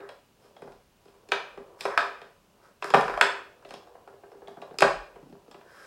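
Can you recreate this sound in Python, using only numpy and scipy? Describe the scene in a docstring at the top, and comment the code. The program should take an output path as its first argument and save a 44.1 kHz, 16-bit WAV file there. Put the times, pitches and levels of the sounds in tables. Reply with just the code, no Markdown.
"""Furnished living room: a small wooden table-football box on a coffee table, one microphone
a couple of metres off. Ball and rods knock the box, whose modes ring briefly; rods slide and the
ball rolls as dense ticks through the same modes; two rods squeak as gliding tones.
The coffee table rocks as low noise; the room adds a banded noise tail; shaped noise makes
the faint house hum and microphone hiss."""
import sys
import numpy as np
from scipy import signal
from scipy.fft import rfft, irfft
from scipy.io import wavfile

SR = 44100
rng = np.random.default_rng(int(sys.argv[2]) if len(sys.argv) > 2 else 0)


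def wav_record(signal):
    """Record a signal, one row per channel, as 16-bit PCM in the file named by sys.argv[1]."""
    frames = np.transpose(np.atleast_2d(signal))
    bounded = np.clip(frames, -1, 1)
    # unit amplitude maps onto the largest positive 16-bit level
    quanta = np.round(bounded * 32767).astype(np.int16)
    wavfile.write(sys.argv[1], SR, quanta)


N = 258728  # samples

# Source levels in the tables are before the balance set in scene().
# Background spectrum: f/Hz, relative density/dB per Hz
AIR_SPECTRUM = [(15, -32), (25, -7), (127, -3), (212, -3.5), (427, -11.5), (503, -11), (1160, -13.5),
                (2000, -19.5), (2910, -15.5), (3160, -19.5), (4490, -21), (14800, -29), (16000, -22.5)]
AIR_LEVEL_DB = -64.5  # rms
# Rumble of the rolling ball and handled rods: t/s, level/dB
ROLLING = [(0, -34.5), (.18, -86), (.42, -57), (.64, -54), (.85, -82.5), (1.06, -58), (1.5, -52.5),
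           (1.75, -50), (2.3, -72), (2.66, -56), (2.8, -71.5), (3.55, -57), (3.87, -53.5), (4.2, -61),
           (4.52, -51), (5.15, -57), (5.3, -62), (5.87, -50.5)]
# Rods sliding in their bearings: middle t/s, length/s, rub level/dB, scrape hiss level/dB
SLIDES = [(.03, .2, -47, -74), (.45, .15, -67, -64), (.66, .2, -90, -67), (1.1, .25, -71, -69),
          (1.47, .2, -50.5, -89), (1.83, .12, -43.5, -45.5), (2.2, .2, -48, -83.5), (2.66, .15, -58.5, -64),
          (2.87, .15, -45.5, -49.5), (3.07, .25, -40.5, -59.5), (3.33, .2, -36.5, -72.5),
          (3.72, .2, -59, -59), (4.5, .3, -83.5, -80.5), (5.28, .2, -80.5, -82), (5.83, 0.47, -51.5, -54.5),
          (1.92, .14, -33, -56.5)]
# Loose rods and men rattling on after a blow, in the order rumble, rub, hiss: level re the blow/dB
RATTLE_DB = [-25.5, -27, -38.5]
# Fading time of that rattle, same order: t60/s
RATTLE_T60_S = [0.53, .3, 0.36]
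# Blows on the box: t/s, board ring peak level/dB, favoured board f/Hz, favoured upper ring f/Hz,
# then levels re the board ring: table thump/dB, box cavity/dB, upper ring/dB, clack/dB
BLOWS = [(.004, -47, 800, 2280, -12, -12, -2, -21), (0.031, -47, 538, 2420, -16, 4.5, -28, -38),
         (.09, -37, 516, 2990, -24, -7, -4.5, -12), (.441, -55, 490, 2300, -16, 1, -12, -13),
         (0.565, -43, 622, 3310, -16, -11, -8, -21), (.62, -36, 619, 2160, -9, -0.5, -17, -22),
         (.674, -39, 573, 2230, -12, -3, -32, -30), (0.72, -46, 581, 2260, -15, -2.5, -10, -12),
         (1.055, -51.5, 740, 2240, -3.5, 1, -18, -10), (1.082, -54, 530, 3120, -20, -6, -3, -21),
         (1.288, -47, 501, 1940, -8.5, 2, 0, -2), (1.315, -39, 1130, 2510, -24, -12, -1, -14),
         (1.319, -15, 1030, 2357, -32, -10, 2, -15), (1.575, -33, 580, 1880, -12.5, -4.5, -20.5, -28),
         (1.808, -36, 1150, 2400, -15, -8, 7, 3), (1.853, -15.5, 588, 2240, -30.5, -8, -12, -20.5),
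         (1.976, -5.5, 1194, 1900, -45.5, -41, -10, -22), (2.006, -28, 960, 1920, -43.5, -35, -0.5, -16),
         (2.216, -38, 797, 2560, -17, -5, -4.5, -15.5), (2.824, -22.5, 864, 2560, -41, -16.5, -7, -20.5),
         (2.843, -22.5, 1400, 2700, -22.5, -10.5, -16.5, -13),
         (2.903, -26.5, 1060, 2770, -18, -4.5, -4, -8), (2.938, -4.5, 594, 1900, -29.5, -11.5, -17.5, -34),
         (2.943, -2.5, 840, 2380, -19, -28.5, -12.5, -26), (3.01, -27.5, 770, 2060, -17, -25, 0, -8),
         (3.08, -23.5, 940, 1920, -21, -11.5, -10, -21), (3.096, -23, 730, 1920, -38.5, -6.5, -12, -34),
         (3.139, -22, 1280, 2110, -24.5, -19, -19, -27), (3.175, -19, 734, 2330, -31.5, -28, -13, -25),
         (3.211, -3.5, 1420, 2900, -39.5, -24, -6, -16.5), (3.624, -45, 805, 2300, -22, -27, -22.5, -19),
         (3.649, -39, 630, 2750, -14.5, -6, -6.5, -22), (3.69, -51, 501, 3300, -35.5, -27, 1, -4),
         (3.707, -34, 633, 2630, -13.5, -8, -3.5, -11.5), (3.739, -38, 727, 3700, -8.5, -6.5, -3, -6),
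         (3.871, -44.5, 720, 1970, -40.5, -35, -19, -23), (3.953, -42.5, 729, 2020, -21.5, -15.5, -43, -31),
         (4.075, -38, 756, 2360, -26, -11, -18, -25.5), (4.135, -44.5, 694, 2110, -25, -3, -32, -36.5),
         (4.235, -40.5, 643, 2445, -26, -5.5, -28, -36.5), (4.317, -43.5, 651, 2140, -20.5, -3, -14, -18),
         (4.35, -51, 606, 2500, -5.5, 4.5, -25.5, -27), (4.419, -42, 650, 2140, -22, -1.5, -26, -34),
         (4.473, -50, 530, 4000, -14.5, -10.5, 7, -12), (4.481, -34, 738, 3800, -16, -11, -25, -19),
         (4.57, -38, 730, 2114, -9, -6, -29.5, -27), (4.617, -46.5, 910, 2540, -27.5, -19, 5.5, -9),
         (4.623, -32.5, 676, 2330, -24, -9.5, -26, -26), (4.709, -42.5, 685, 2540, -6, 2, -12.5, -34),
         (4.741, -40.5, 727, 2110, -11, -6, -27, -21), (4.786, -33.5, 1350, 2290, -35, -1, 8.5, 9.5),
         (4.806, -20.5, 1510, 3000, -27, -8, 0.5, -5.5), (4.821, -3, 690, 2360, -23.5, -12.5, -12, -20.5),
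         (5.158, -42, 720, 2620, -12, -4, -14.5, -27), (5.227, -53, 649, 2780, 8, -21.5, -10.5, -13.5),
         (5.264, -58.5, 710, 2390, 7, -5, -13, -15), (5.297, -58.5, 525, 2680, 10, -5, -7, -7),
         (5.325, -45.5, 636, 2565, -0.5, -1.5, -14, -19.5), (5.479, -52, 622, 2140, -0.5, 3.5, -10, -15),
         (5.512, -44.5, 624, 3270, -20.5, -14, -2.5, -6), (5.544, -41, 624, 2500, -8.5, -0.5, -6, -26),
         (5.611, -43.5, 660, 2360, -25.5, -27, -7.5, -28), (5.859, -33.5, 670, 2440, -35, -8, -15, -22)]
# Five mode groups, each: f/Hz, relative level/dB, t60/s
# Table thump
THUMP_MODES = [(152.4, -3, 0.13), (218, 4, 0.04), (251.2, 4, 0.07), (318, 16.5, 0.025)]
# Box cavity
CAVITY_MODES = [(395.2, 1.5, 0.037), (400.5, 6, 0.044), (458.8, 4.5, 0.032), (466, -1, 0.027)]
# Board ring
BOARD_MODES = [(594, 2.5, 0.016), (597.3, -8.5, 0.053), (724.6, -3, 0.026), (863, -11, 0.025),
               (969.5, -6, 0.024), (1155, -1, 0.013), (1267, 9.5, 0.007), (1477, 2.5, 0.0067),
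               (1503, -3, 0.013), (1557, -1.5, 0.0036)]
# Upper ring
UPPER_MODES = [(2020, -18, 0.005), (2397, 2, 0.017), (2702, 1, 0.011), (3250, -3, 0.0066),
               (3300, -2.5, 0.021), (3397, -16.5, 0.014), (3944, -20, 0.02)]
# Clack
CLACK_MODES = [(4033, -4.5, 0.0073), (4480, -10.8, 0.0038), (5023, 2, 0.013), (5210, 5.5, 0.024),
               (5585, -4.4, 0.009)]
# Harder blows reach lower table modes: blow level/dB, favoured f/Hz
THUMP_SPOT = [(-30, 198), (-12, 150)]
SPOT_SCATTER_DB, SPOT_DETUNE = 2.2, 0.02  # spread of mode level; spread of mode pitch as a fraction
CLACK_HZ, SPOT_OCTAVES = 4730, 0.27  # middle and scatter of the pitch favoured in the clack
CONTACT_CYCLES = 0.65  # build-up of the contact, in cycles of the favoured board pitch
CRACK_DB = -10  # broad crack re upper ring
CLICK_DB, SPRAY_DB = 0.5, -19.5  # click and its highest part, re clack
# Room tail by band: f/Hz, relative level/dB, t60/s
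ROOM_BANDS = [(173, -5, 0.32), (375, -23.5, 0.21), (635, -8.5, 0.37), (1330, -10.5, 0.42),
              (2725, -15.5, 0.5), (5150, -10.5, 0.42), (8000, -13.5, 0.29), (11500, -32.5, .3)]
# Coffee table rocking on its legs: t at which the swell is full/s, hold length/s, level/dB
SWAYS = [(.66, .12, -71), (.96, 0.042, -78), (1.4, 0.046, -81), (1.6, 0.11, -68), (1.946, 0.073, -73),
         (2.977, 0.18, -54), (4.863, 0.19, -57), (5.15, 0.057, -65), (5.82, .1, -77)]
SWAY_HZ, SWAY_WIDTH_HZ = 39.5, 8.8
SWAY_ATTACK_S, SWAY_T60_S, SWAY_REST_DB = 0.05, 0.2, -80
# Rods squeaking through their bearings: start t/s, length/s, level/dB, first f/Hz, last f/Hz
SQUEAKS = [(2.586, 0.1, -59, 915, 1551), (5.639, .28, -52.5, 1660, 1409)]
TOP_HZ = 15900  # upper edge of the recorder


def undb(db):
    """Decibels to gain."""
    return 10 ** (np.asarray(db) / 20)


def unit(x):
    """Scale to rms 1."""
    return x / np.sqrt(np.mean(x ** 2))


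def peak_unit(x):
    """Scale to peak 1."""
    return x / np.abs(x).max()


def band(x, hz, width_hz, order=1):
    """Band-pass with hz as the geometric middle of its edges."""
    lo = np.sqrt(hz ** 2 + width_hz ** 2 / 4) - width_hz / 2
    hi = min(lo + width_hz, 0.45 * SR)
    return signal.sosfilt(signal.butter(order, [lo, hi], "band", fs=SR, output="sos"), x)


def hump(start_s, length_s):
    """Speed of one stroke: half a sine from rest to 1 and back."""
    return np.sin(np.pi * np.clip((np.arange(N) / SR - start_s) / length_s, 0, 1))


def air():
    """Steady house hum and microphone hiss: noise weighted along a spectrum."""
    hz, db = np.transpose(AIR_SPECTRUM)
    f = np.maximum(np.arange(N // 2 + 1) * SR / N, 1)
    weight = undb(np.interp(np.log(f), np.log(hz), db))
    noise = irfft(rfft(rng.standard_normal(N)) * weight, N)
    return undb(AIR_LEVEL_DB) * unit(noise)


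def grains(rate, spread_db):
    """Micro-impacts: random ticks at a mean rate per second, most of them small."""
    chance, sign, size = rng.random((3, N))
    return (chance < rate / SR) * np.sign(sign - 0.5) * undb(-spread_db * np.log(1 - size))


def through(x, modes):
    """Modes as resonators; soft rolling contacts feed little far outside their range."""
    lo, hi = modes[0][0], modes[-1][0]
    soft = band(x, np.sqrt(lo * hi), 2.2 * hi - 1.8 * lo, order=3)
    return unit(sum(undb(db) * band(soft, hz, 3.4 / t60) for hz, db, t60 in modes))


def rattle(db, t60):
    """Gain of loose rods and men: jumps with every blow, then fades exponentially."""
    jolts = np.zeros(N)
    s, peak_db = np.transpose(BLOWS)[:2]
    jolts[(s * SR).astype(int)] = undb(peak_db + db)
    return signal.lfilter([1], [1, -undb(-60 / t60 / SR)], jolts)


def motion():
    """Rods and ball moving: dense uneven micro-impacts ring the same box modes as the blows."""
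    rumble_rattle, rub_rattle, hiss_rattle = [rattle(db, t60) for db, t60 in zip(RATTLE_DB, RATTLE_T60_S)]
    s, db = np.transpose(ROLLING)
    rumble_gain = undb(np.interp(np.arange(N) / SR, s, db)) + rumble_rattle
    rub_gain, hiss_gain = rub_rattle, hiss_rattle
    for middle_s, length_s, rub_db, hiss_db in SLIDES:
        stroke = hump(middle_s - length_s / 2, length_s) ** 2
        rub_gain = rub_gain + stroke * undb(rub_db)
        hiss_gain = hiss_gain + stroke * undb(hiss_db)

    rumble = through(grains(540, 2.11), CAVITY_MODES)
    rumble = rumble + undb(-0.5) * through(grains(600, 2.9), BOARD_MODES[:5])
    rub = through(grains(1500, 0.83), BOARD_MODES[5:])
    scrape = grains(7500, 1.4)
    hiss = through(scrape, UPPER_MODES + CLACK_MODES) + unit(band(scrape, 5900, 7000, order=2))
    return rumble_gain * unit(rumble) + rub_gain * rub + hiss_gain * unit(hiss)


def ring(modes, chance, grit, spot_hz, focus_db, rattle_db, rise_s):
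    """One group of decaying modes, weighted by the struck spot, with a rattle of loose parts; peak 1."""
    t = np.arange(len(grit)) / SR
    hz, db, t60 = (c[:, None] for c in np.transpose(modes))
    size, detune = (c[:len(modes), None] for c in chance)
    # each mode loses focus_db per octave away from the favoured pitch
    gain = undb(db + SPOT_SCATTER_DB * size - focus_db * np.abs(np.log2(hz / spot_hz)))
    # neighbouring modes move in opposite sense, which fills the valleys between them
    gain = gain * (-1) ** np.arange(len(modes))[:, None]
    tones = np.sin(2 * np.pi * hz * (1 + SPOT_DETUNE * detune) * t)
    ringing = np.sum(gain * undb(-60 * t / t60) * tones, axis=0)

    lo, hi = hz.min(), hz.max()
    middle_hz = np.sqrt(lo * hi)
    loose = unit(band(grit, middle_hz, hi - lo, order=2)) * undb(rattle_db - 60 * t / 0.057)
    # the contact takes time to build
    built = (peak_unit(ringing) + loose) * (1 - np.exp(-(t / rise_s) ** 2))
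    # the group radiates little outside its own range
    return peak_unit(band(built, middle_hz, 1.31 * hi - 0.55 * lo, order=3))


def blows():
    """Knocks of ball and rods: each rings five groups of modes and adds a crack, click and spray."""
    out = np.zeros(N + SR)
    chances = rng.standard_normal((len(BLOWS), 5, 2, len(BOARD_MODES)))
    clack_spots = CLACK_HZ * 2 ** (SPOT_OCTAVES * rng.standard_normal(len(BLOWS)))
    grits = rng.standard_normal((len(BLOWS), int(0.12 * SR)))
    t = np.arange(grits.shape[1]) / SR
    crack = peak_unit(band(1.0 * (t == 0), 1900, 3500, order=2))  # a filtered impulse
    fade = np.cos(np.pi / 2 * t / t[-1])

    for blow, chance, clack_hz, grit in zip(BLOWS, chances, clack_spots, grits):
        s, db, board_hz, upper_hz, thump_db, cavity_db, upper_db, clack_db = blow
        rise_s = CONTACT_CYCLES / board_hz
        thump_hz = np.interp(db, *np.transpose(THUMP_SPOT))
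        board = ring(BOARD_MODES, chance[0], grit, board_hz, 16, -16.5, rise_s)
        thump = ring(THUMP_MODES, chance[1], grit, thump_hz, 8, -29.5, rise_s + 0.001)
        cavity = ring(CAVITY_MODES, chance[2], grit, 400, 0, -21.5, rise_s + 0.00057)
        upper = ring(UPPER_MODES, chance[3], grit, upper_hz, 36, -7, 0.36 * rise_s)
        clack = ring(CLACK_MODES, chance[4], grit, clack_hz, 24, -4, 0.8 * rise_s)
        # sharp onset with a weak longer tail
        click_decay = np.exp(-t / 0.002) + 0.045 * np.exp(-t / 0.043)
        click = peak_unit(band(grit * click_decay, 6600, 4200, order=2))
        spray = peak_unit(band(grit * undb(-60 * t / 0.03), 9190, 5100, order=3))

        hit = board + undb(thump_db) * thump + undb(cavity_db) * cavity
        hit = hit + undb(upper_db) * (upper + undb(CRACK_DB) * crack)
        hit = hit + undb(clack_db) * (clack + undb(CLICK_DB) * click + undb(SPRAY_DB) * spray)
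        at = int(s * SR)
        out[at:at + len(hit)] += undb(db) * hit * fade
    return out[:N]


def room(x):
    """Direct sound, then a diffuse tail that builds in a few ms and fades band by band."""
    t = np.arange(int(0.7 * SR)) / SR
    tail = 0
    for hz, db, t60 in ROOM_BANDS:
        noise = band(rng.standard_normal(len(t)), hz, 0.94 * hz, order=2)
        tail = tail + undb(db - 60 * t / t60) * noise
    tail = undb(-22.5) * tail * (1 - np.exp(-(t / 0.0074) ** 2))
    return x + signal.fftconvolve(x, tail)[:N]


def sway():
    """Low rocking of the coffee table: narrow noise that swells, holds and dies away."""
    t, gain = np.arange(N) / SR, undb(SWAY_REST_DB)
    for full_s, hold_s, db in SWAYS:
        swell = np.clip((t - full_s) / SWAY_ATTACK_S + 1, 0, 1) ** 2
        after_s = np.maximum(t - full_s - hold_s, 0)
        gain = gain + swell * undb(db - 60 * after_s / SWAY_T60_S)
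    return gain * unit(band(rng.standard_normal(N), SWAY_HZ, SWAY_WIDTH_HZ, order=2))


def squeaks():
    """Rods squeaking in their bearings: a gliding tone roughened by low noise, swelling and fading."""
    out, t = 0, np.arange(N) / SR
    for s, length_s, db, first_hz, last_hz in SQUEAKS:
        rough = unit(band(rng.standard_normal(N), 65, 120, order=2))
        glide_hz = np.interp(t, [s, s + length_s], [first_hz, last_hz])
        tone = np.sin(2 * np.pi * np.cumsum(glide_hz) / SR)
        out = out + undb(db) * hump(s, length_s) * rough * tone
    return out


def scene():
    """Blows, motion and squeaks reach the microphone through the room; sway and air are added dry."""
    on_table = undb(1.0) * blows() + undb(-7.5) * motion() + squeaks()
    return (room(on_table) + sway() + air())[None]


def record(dry):
    """The recorder rounds the loudest peaks and cuts the top."""
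    rounded = dry / (1 + dry ** 8) ** (1 / 8)
    return signal.sosfilt(signal.ellip(10, 0.2, 60, TOP_HZ, fs=SR, output="sos"), rounded)


dry = scene()
out = record(dry)
wav_record(out)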